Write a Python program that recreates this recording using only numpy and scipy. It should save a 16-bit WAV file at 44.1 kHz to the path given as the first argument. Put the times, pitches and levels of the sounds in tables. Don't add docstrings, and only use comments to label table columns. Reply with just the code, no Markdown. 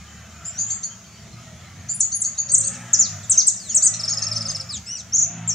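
import sys
import numpy as np
from scipy import signal
from scipy.fft import rfft, irfft, next_fast_len
from scipy.io import wavfile
from scipy.ndimage import uniform_filter1d, map_coordinates

SR = 44100
rng = np.random.default_rng(int(sys.argv[2]) if len(sys.argv) > 2 else 0)


def makeup_ratio(level_db):
    decades = np.asarray(level_db, float) / 20
    return 10 ** decades


def bounce(signal):
    frames = np.transpose(np.atleast_2d(signal))
    limited = np.clip(frames, -1, 1)
    pcm = np.round(limited * 32767).astype(np.int16)
    wavfile.write(sys.argv[1], SR, pcm)


N = 244314

# pitch_hz, level_db
HUM = [(110, -47), (165, -56), (220, -56), (331, -68)]
# top_s, top_hz, fall_s, end_hz, level_db
COOS = [
    (2.62, 555, .4, 565, -55),
    (3.87, 750, .18, 740, -54),
    (4.3, 640, .35, 540, -51),
]
# rise_s, start_hz, sag of the fall (ratio)
COO_SHAPES = [(.17, 575, .1), (.14, 575, .1), (.17, 545, 3)]
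# freq_hz, density_db (per Hz)
INSECTS = [(3500, -21.5), (5000, -12.5), (6000, -4), (7100, -3), (7600, -13), (8600, -22.5), (11000, -26.5)]
# time_s, level_db
INSECT_LEVEL = [(0, -49), (1, -49), (1.9, -50.5), (3.2, -44), (4.7, -46.5), (5.54, -53)]
# start_s, end_s
MOTOR_SPAN = (.97, 1.9)
# freq_hz, density_db (per Hz)
AIR = [(40, -25), (70, -7.5), (110, -11), (200, -4.5), (290, -23), (500, -24.5), (1000, -28.5),
       (2500, -30.5), (4600, -27.5), (9000, -41.5), (15600, -56)]
# freq_hz, likeness (ratio)
COHERENCE = [(40, .5), (70, 0.96), (200, 0.95), (300, 0.75), (1500, 0.64), (3000, 0.43), (7000, 0.37),
             (14000, 0.25)]
# time_s, firing_hz, level_db, rasp_db
ENGINE = [(0, 73.75, -47.5, -50), (.5, 82.3, -48, -48.5), (1.05, 75.6, -72, -53), (1.25, 74.95, -48.5, -51),
          (1.83, 93.1, -44, -47.5), (2.04, 80.36, -48, -54), (2.22, 72.86, -61, -52.5),
          (2.52, 87.76, -46, -50.5), (2.75, 122.5, -39.5, -43), (3.33, 91.9, -47, -46.5),
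          (3.52, 72.23, -70, -53.5), (3.89, 112, -39.5, -45), (4.27, 102.4, -43, -44),
          (4.41, 113.4, -38, -42.5), (4.76, 77.53, -50.5, -49), (5.03, 77.7, -57, -53),
          (5.37, 113.5, -34.5, -44.5), (5.54, 108, -43, -46)]
# order (multiple of the firing rate), level_db
ORDERS = [(1, 1), (1.5, -1.5), (2, -9), (2.5, -32.5), (3, -22.5)]
# freq_hz, width_hz, level_db
EXHAUST = [(670, 94, 1.5), (1295, 199, 2), (1940, 730, -2.5), (3320, 1400, -9.5)]
# freq_hz, t60_s
LEAVES = [(2000, 0.092), (4500, 0.39), (6500, 0.36), (8500, 0.27), (11000, 0.2)]
# delay_s, level_db
BRANCHES = [(.0031, -10.5), (.0074, -3), (.0118, -9), (.017, -8.5), (.026, -9.5), (.037, -25)]
# start_s, low_hz, low_db, high_hz, high_db
CHEEPS = [(0.441, 5240, -46.5, 7450, -32), (0.572, 4910, -42, 7070, -27), (0.697, 4770, -39.5, 6930, -25.5),
          (0.828, 4670, -38, 6880, -27), (1.883, 4850, -42.5, 7322, -25), (2, 4650, -42, 6980, -23.5),
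          (2.113, 4750, -38, 6775, -25), (2.238, 4730, -38, 6796, -25), (2.371, 4690, -37, 6830, -24),
          (2.485, 4780, -38.5, 6760, -25), (2.631, 4680, -38, 6700, -28), (3.686, 4690, -40.5, 7030, -27),
          (3.81, 4860, -38.5, 6560, -26), (3.936, 4340, -34, 6150, -30), (4.077, 4520, -39, 6750, -25),
          (4.211, 4520, -40.5, 6620, -26.5), (4.34, 4520, -37.5, 6270, -31.5),
          (4.473, 4460, -40.5, 6490, -25)]
CHEEP_LENGTHS = [.048, 0.064, .035, .033, 0.042, 0.046, .04, .036, 0.037, 0.039, 0.044, 0.042, 0.062, 0.016,
                 0.044, .035, .035, 0.023]
# time_s, pitch_hz, level_db
WHISTLE = [
    (0.5, 5310, -57),
    (.55, 5770, -43),
    (0.621, 6410, -28.5),
    (.7, 7470, -34),
    (0.739, 7500, -27.5),
]
# start_s, length_s, start_hz, end_hz, level_db
FAR_CALLS = [(0.063, 0.052, 3050, 3060, -55), (.22, 0.02, 3150, 3100, -57), (0.298, 0.027, 3160, 3120, -58),
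             (.455, 0.038, 3150, 3150, -56.5), (.665, 0.027, 3160, 3160, -54.5),
             (0.897, 0.029, 3155, 3165, -51), (1.031, 0.042, 3130, 3146, -57),
             (1.147, 0.051, 3150, 3070, -61), (1.287, 0.045, 3100, 3100, -74),
             (1.053, 0.17, 4490, 4656, -57), (1.174, 0.077, 4650, 4650, -67),
             (1.318, 0.069, 4190, 4060, -60), (1.641, 0.03, 4005, 4050, -55),
             (1.74, 0.059, 3850, 3849, -61), (1.79, 0.011, 7600, 6500, -50),
             (2.345, 0.043, 3850, 3730, -56.5), (2.672, 0.015, 3730, 3560, -54)]
# top_s, top_hz, fall_s, end_hz, level_db
SLURS = [
    (2.728, 2870, 0.041, 1625, -45.5),
    (3.225, 4450, .035, 3310, -41),
    (3.32, 2280, 0.065, 1190, -31),
    (3.54, 4850, 0.0069, 3610, -34),
    (3.571, 6200, 0.016, 5170, -42),
    (4.699, 5230, 0.073, 3127, -28.5),
    (4.768, 3100, 0.013, 2220, -26),
]
# rise_s, start_hz, sag of the fall (ratio)
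SLUR_SHAPES = [(.001, 2400, 0.94), (.001, 4530, 1.3), (.001, 2380, 2.8), (.01, 4950, 2.6),
               (.01, 4180, 0.67), (.01, 5060, 0.99), (.001, 3440, 1.6)]
# time_s, pitch_hz
LONG_SLURS = [
    [(3.588, 5230), (3.625, 4410), (3.66, 4080), (3.695, 3430), (3.73, 2760), (3.76, 2584)],
    [(4.855, 2007), (4.863, 2520), (4.925, 2970), (4.955, 2930), (4.972, 2544), (4.99, 2113), (5.005, 1950),
     (5.018, 1476)],
]
LONG_SLUR_LEVELS = [-39, -35.5]
SLUR_BRIGHTNESS = [5, 0, 1, -1, -0.5, -3, 0.5, -0.5, 1]
# start_s, start_hz, level_db
TRILL = [(3.995, 5610, -20), (4.035, 5730, -18.5), (4.079, 5680, -18.5), (4.124, 5720, -18),
         (4.173, 5660, -19), (4.222, 5710, -18.5), (4.267, 5780, -19), (4.314, 5650, -18),
         (4.362, 5710, -19), (4.407, 5650, -20.5), (4.454, 5570, -21), (4.497, 5400, -19),
         (4.548, 5750, -20), (4.598, 5760, -23.5)]
TRILL_STRETCH = [1.0, 1.04, 1.02, 1.0, .95, .98, .98, .96, .96, .94, .92, .97, .98, .92]
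# time_s, pitch (ratio), level_db
TRILL_SHAPE = [(-.001, 1, -13), (.003, 0.95, -4), (.009, .92, -5), (0.015, .85, -1.5), (.019, 0.74, -9.5),
               (.024, .61, -17.5)]
# freq_hz, gain_db
BEAK = [(1500, -43), (3000, -11), (4500, -7.5), (6000, 11), (7500, 4.5), (8300, -2.5), (9500, -20.5),
        (11000, -29.5), (14000, -40.5)]
# top_s, top_hz, fall_s, end_hz, level_db
HOOKS = [(1.956, 9780, 0.0081, 8220, -18), (2.166, 10130, 0.0097, 8830, -16),
         (2.205, 10460, 0.015, 9360, -14.5), (2.527, 8820, 0.0042, 8100, -11.5),
         (2.588, 8800, 0.0034, 8680, -9.5), (2.932, 7640, 0.029, 4890, -7.5),
         (3.003, 7160, 0.07, 3430, -10.5), (3.304, 8650, 0.028, 5550, -10), (3.383, 6545, 0.038, 3400, -6),
         (3.476, 8450, .019, 5430, -9), (3.757, 8420, 0.031, 5560, -10), (3.853, 8650, .031, 5355, -11),
         (5.488, 7780, .048, 5460, -15.5), (2.539, 8490, .019, 5620, -8.5),
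         (2.603, 9100, .015, 5650, -14.5), (2.674, 8706, .011, 5900, -14.5)]
# rise_s, start_hz, sag of the fall (ratio)
HOOK_SHAPES = [(0.015, 9240, -5.5), (0.016, 8800, 0), (0.0036, 10480, -0.3), (0.0099, 6960, -1),
               (0.01, 5700, 0.5), (0.00087, 7860, 1.2), (0.015, 6100, 0.4), (0.0079, 6700, 1.4),
               (0.0097, 4600, -1), (.0095, 7500, 0.6), (.012, 6300, 1.3), (.01, 8100, 0.4),
               (0.0017, 6000, 4), (.004, 8200, -0.3), (.002, 8800, -0.4), (0.0045, 8500, -0.3)]
HOOK_RISE_SAG = [2.8, 3.5, 1.5, 1.5, 1.8, 2.8, 2.8, 1.1, 3.2, 2.8, 1.6, 2.8, 2.8, 1.5, 1.5, 1.5]
# start_s, length_s, start_hz, end_hz, level_db
FLICKS = [
    (1.994, 0.0066, 9830, 9820, -8.5),
    (2.001, .017, 9840, 5480, -11.5),
    (2.644, 0.012, 7630, 8670, -16),
    (3.822, .027, 6240, 8470, -11),
    (3.492, 0.02, 5000, 3500, -18.5),
    (2.214, .013, 9800, 6300, -13.5),
    (5.476, 0.0087, 7280, 7520, -14.5),
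]
# freq_hz, gain_db
THROAT = [(3500, -27), (4700, -18.5), (5600, -11), (6300, -2.5), (7200, 0), (8500, -4.5), (9800, -12),
          (10500, -15.5)]


def unit(x):
    return x / np.sqrt(np.mean(x ** 2) + 1e-20)


def along(points, hz):
    f, v = np.transpose(points)
    return np.interp(np.log(hz + 1), np.log(f + 1), v)


def curves(rows):
    s, *cols = np.transpose(rows)
    return [np.interp(np.arange(N) / SR, s, c) for c in cols]


def wobble(rate, size=N):
    step = 1 + size // 20000
    coarse = np.arange(0, size + step, step)
    knots = rng.standard_normal(int(size * 2000 / SR) + 4 if step == 1 else 400)
    return np.interp(np.arange(size), coarse, map_coordinates(knots, [coarse * rate / SR]))


def filtered(x, response):
    m = next_fast_len(N + SR // 2)
    return irfft(rfft(x, m) * response(np.fft.rfftfreq(m, 1 / SR)), m)[..., :N]


def rush(spectrum, patchy_db):
    z = signal.stft(rng.standard_normal((2, N)), nperseg=512)[2]
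    field = uniform_filter1d(uniform_filter1d(rng.standard_normal(z.shape[1:]), 6, 0), 14, 1)
    pair = signal.istft(z * makeup_ratio(patchy_db * unit(field)), nperseg=512)[1][:, :N]

    def mid_side(hz):
        turn = np.arccos(np.clip(along(COHERENCE, hz), -1, 1)) / 2
        return makeup_ratio(along(spectrum, hz)) * [np.cos(turn), np.sin(turn)]

    mid, side = filtered(pair, mid_side)
    return unit(np.array([mid + side, mid - side]))


def glide(start_hz, end_hz, sag):
    u = np.arange(13) / 12
    sag = sag + 1e-4
    return u, start_hz + (end_hz - start_hz) * np.expm1(-sag * u) / np.expm1(-sag)


def hook(note, shape, rise_sag):
    top, top_hz, fall, end_hz, _ = note
    rise, start_hz, sag = shape
    u, up = glide(start_hz, top_hz, rise_sag)
    _, down = glide(top_hz, end_hz, sag)
    return np.r_[top - abs(rise) * (1 - u), top + fall * u[1:]], np.r_[up, down[1:]]


def breathed(s, hz, db, attack_s, attack_db, release_s, release_db):
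    attack = attack_db * np.clip(1 - (s - s[0]) / attack_s, 0, 1)
    release = release_db * np.clip(1 - (s[-1] - s) / release_s, 0, 1)
    return np.transpose([s, hz, db + attack + release])


def add_note(out, rows, overtones=((1, 0),), beak=False, fade=0.0016, round_s=0.0032, rough=0., rate=300):
    s, hz, db = np.transpose(rows)
    t = np.arange(round(s[0] * SR), min(round((s[-1] + fade) * SR), N)) / SR
    pitch = uniform_filter1d(np.interp(t, s, hz), max(int(round_s * SR), 1), mode="nearest")
    edges = np.clip(np.minimum(t - s[0], s[-1] + fade - t) / fade, 0, 1)
    flutter = 1 + rough * wobble(rate, size=len(t))
    turns = 2 * np.pi * (np.cumsum(pitch) / SR + rng.random())
    tone = sum(makeup_ratio(level + beak * along(BEAK, k * pitch)) * np.sin(k * turns) for k, level in overtones)
    out[round(s[0] * SR):][:len(t)] += makeup_ratio(np.interp(t, s, db)) * edges * flutter * tone


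def leaves(x, wet_db, echo_db, lag, lean_db, piece=8192):
    out = np.zeros((2, N + SR))
    for i in range(0, N, piece):
        if np.any(x[i:i + piece]):
            hz, t, z = signal.stft(rng.standard_normal((2, 24000)), SR, nperseg=256)
            decay = makeup_ratio(-60 * t / along(LEAVES, hz)[:, None]) + makeup_ratio(-26.5 - 60 * t / 1.5)
            ahead, aside = signal.istft(z * decay, SR, nperseg=256)[1]
            tail = np.array([ahead + 1.01 * aside, ahead - 0.83 * aside])
            wet = signal.fftconvolve(x[None, i:i + piece], tail / np.linalg.norm(tail[0]), axes=1)
            out[:, i + 150:i + 150 + wet.shape[1]] += makeup_ratio(wet_db) * wet
    for k, (s, db) in enumerate(BRANCHES):
        out[0, round(s * SR) + k % 2:][:N] += makeup_ratio(db + echo_db) * x
        out[1, round(s * SR) + 1 - k % 2:][:N] += makeup_ratio(db + echo_db) * x
    sides = np.array([[1], [-1]])

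    def direct(hz):
        delay = np.exp(1j * np.pi * hz * lag / SR * sides)
        return delay * makeup_ratio(sides * lean_db / 2 * (hz / 7000) ** 2)

    return filtered(x, direct) + out[:, :N]


def distant_air():
    return makeup_ratio(-47.5 + 1.0 * wobble(4.1)) * rush(AIR, patchy_db=2.5)


def small_motor():
    t = np.arange(N) / SR
    start, end = MOTOR_SPAN
    return makeup_ratio(-75.5 + 1.5 * wobble(22.97)) * np.sin(2 * np.pi * 11020 * t) * (t > start) * (t < end)


def insects():
    return makeup_ratio(curves(INSECT_LEVEL)[0] - 0.5) * rush(INSECTS, patchy_db=2.1)


def machine_hum():
    t = np.arange(N) / SR
    return sum(makeup_ratio(db - 2.0 + 4.5 * wobble(9.6)) * np.sin(2 * np.pi * hz * t + 0.8 * wobble(4.9))
               for hz, db in HUM)


def dove():
    x = np.zeros(N)
    for coo, shape in zip(COOS, COO_SHAPES):
        path = hook(coo, shape, rise_sag=0.25)
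        rows = breathed(*path, coo[-1], attack_s=0.1, attack_db=-1.5, release_s=0.28, release_db=-5.0)
        add_note(x, rows, [(0.98, 3.3)], fade=0.029, round_s=0.062, rough=0.5, rate=42.5)
    return x


def engine():
    rate, db, rasp_db = curves(ENGINE)
    cycles = np.cumsum(rate * (1 + 0.01243 * wobble(30))) / SR
    orders = sum(makeup_ratio(db + 0.5 + level + 3.57 * wobble(9.8)) * np.sin(2 * np.pi * k * cycles + .5 * wobble(17))
                 for k, level in ORDERS)
    uneven = 1 + 0.05 * np.cos(np.pi * np.floor(cycles))
    firing = np.diff(np.floor(cycles), prepend=0) * uneven
    hz, t, z = signal.stft(rng.standard_normal((2, N)) + 0.34 * unit(firing), SR, nperseg=2048)
    fading = uniform_filter1d(uniform_filter1d(rng.standard_normal(z.shape[1:]), 3, 0), 6, 1)
    puffs = signal.istft(z * makeup_ratio(4.45 * unit(fading)), SR, nperseg=2048)[1][:, :N]

    def pipe(f):
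        modes = sum((-1) ** k * makeup_ratio(level) * 1j * f * w / (c * c - f * f + 1j * f * w)
                    for k, (c, w, level) in enumerate(EXHAUST))
        return modes / (1 + (f / 6500) ** 6)

    left, right = filtered(puffs, pipe)
    rasp = unit(left + 0.18 * np.array([right, -right]))
    return orders + makeup_ratio(rasp_db + 0.64 * wobble(12)) * rasp


def neighbour():
    x, t = np.zeros(N), np.array([0, .1, .2, .33, .55, .8, 1])
    scoop = 1.03 - .29 * np.exp(-t / .23) - .06 * t ** 3
    low_swell_db = np.array([-5.5, -7.5, 1.5, 3.5, 2.5, 0.5, -14])
    high_swell_db = np.array([-20.0, -11.0, -1.5, 2.0, 1.0, 2.5, 0.5])
    for (s, low_hz, low_db, high_hz, high_db), length in zip(CHEEPS, CHEEP_LENGTHS):
        low = np.transpose([s + t * length, low_hz * scoop, low_db + low_swell_db])
        high = np.transpose([s + t * length, high_hz * scoop, high_db + high_swell_db])
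        add_note(x, low, [(1, -2.5), (2, -10)], rough=0.42, rate=270)
        add_note(x, high, round_s=.004, rough=.8, rate=450)
    add_note(x, WHISTLE, fade=.02, round_s=.03, rough=.35)
    for s, length, start_hz, end_hz, db in FAR_CALLS:
        rate = 120 if start_hz < 4300 else 600
        add_note(x, [(s, start_hz, db), (s + length, end_hz, db)], fade=.008, rough=.8, rate=rate)
    return leaves(x, wet_db=-4, echo_db=-1, lag=0.67, lean_db=1.0)


def slurring_bird():
    x, fine = np.zeros(N), np.arange(25) / 24
    notes = [(*hook(note, shape, rise_sag=2.5), note[-1]) for note, shape in zip(SLURS, SLUR_SHAPES)]
    for path, db in zip(LONG_SLURS, LONG_SLUR_LEVELS):
        s, hz = np.transpose(path)
        steps = s[0] + fine * (s[-1] - s[0])
        notes.append((steps, np.interp(steps, s, hz), db))
    for note, bright_db in zip(notes, SLUR_BRIGHTNESS):
        rows = breathed(*note, attack_s=0.014, attack_db=-15, release_s=0.014, release_db=-6.5)
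        overtones = [(1, 4.5), (2, -1.0 + bright_db), (3, -7.5 + 2 * bright_db), (4, -11.5 + 3 * bright_db)]
        add_note(x, rows, overtones, beak=True, round_s=0.009, rough=0.15)
    for (s, hz, db), stretch in zip(TRILL, TRILL_STRETCH):
        rows = [(s + t * stretch, hz * ratio, db + level) for t, ratio, level in TRILL_SHAPE]
        add_note(x, rows, [(1, 0.5), (2, -2.0)], beak=True, round_s=0.0012, rough=0.22)
    return leaves(x, wet_db=-12.0, echo_db=-7.5, lag=0.16, lean_db=2.0)


def warble():
    start_s, top_s, end_s, turn_s = 5.123, 5.157, 5.25, 0.034
    start_hz, mid_hz, swing_hz, ripple_hz = 5480, 6373, 731, 143
    s = np.arange(start_s, end_s, .002)
    turns = 2 * np.pi * (s - top_s) / turn_s
    climb = np.interp(s, [start_s, top_s], [start_hz, mid_hz + swing_hz])
    climb = climb + ripple_hz * (np.cos(2 * turns) - 1)
    tiring = np.interp(s, [end_s - turn_s, end_s], [1, 0.29])
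    swing = mid_hz + swing_hz * tiring * np.cos(turns)
    return s, np.where(turns < 0, climb, swing)


def finch():
    x, notes = np.zeros(N), []
    sharp, swelling = (0.0061, -8), (0.0083, -10.5)  # attack_s, attack_db
    for note, shape, rise_sag in zip(HOOKS, HOOK_SHAPES, HOOK_RISE_SAG):
        notes.append((*hook(note, shape, rise_sag), note[-1], *sharp))
    for s, length, start_hz, end_hz, db in FLICKS:
        u, hz = glide(start_hz, end_hz, sag=1.0)
        attack = swelling if end_hz > start_hz + 500 else sharp
        notes.append((s + u * length, hz, db, *attack))
    notes.append((*warble(), -14.5, *swelling))
    for s, hz, db, attack_s, attack_db in notes:
        rows = breathed(s, hz, db + along(THROAT, hz), attack_s, attack_db, release_s=0.0072, release_db=-7.5)
        add_note(x, rows, [(1, 3), (2, -49)], fade=.0012, round_s=0.0033, rough=0.15)
    return leaves(x, wet_db=-7.5, echo_db=-8.0, lag=0.24, lean_db=1.5)


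def scene():
    background = distant_air() + small_motor() + insects() + machine_hum() + dove()
    return background + engine() + neighbour() + slurring_bird() + finch()


def top_cut(x):
    return signal.sosfilt(signal.butter(12, 15700, fs=SR, output="sos"), x)


def record(dry):
    bent = dry + 0.018 * dry ** 2
    passed = filtered(bent, lambda hz: (hz < 15750) & (hz > 15))
    hz, t, z = signal.stft(passed, SR, nperseg=1024)
    bands = np.abs(z[:, :512]).reshape(2, 64, 8, -1).max(axis=2).mean(axis=0)
    holds = .82
    masker = signal.lfilter([1 - holds], [1, -holds], bands[8:].max(axis=0))
    jitter_db = 5.5 * uniform_filter1d(rng.standard_normal(bands.shape), size=5, axis=1)
    mask_db = -54.5 + 16 * np.log10(masker + 1e-9) + jitter_db
    masked = (bands < makeup_ratio(mask_db)) & (hz[:512:8, None] > 7400)
    z[:, :512] *= 1 - np.repeat(masked, 8, axis=0)
    mix = signal.istft(z, SR, nperseg=1024)[1][:, :N]
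    return top_cut(mix)


dry = scene()
out = record(dry)
bounce(out)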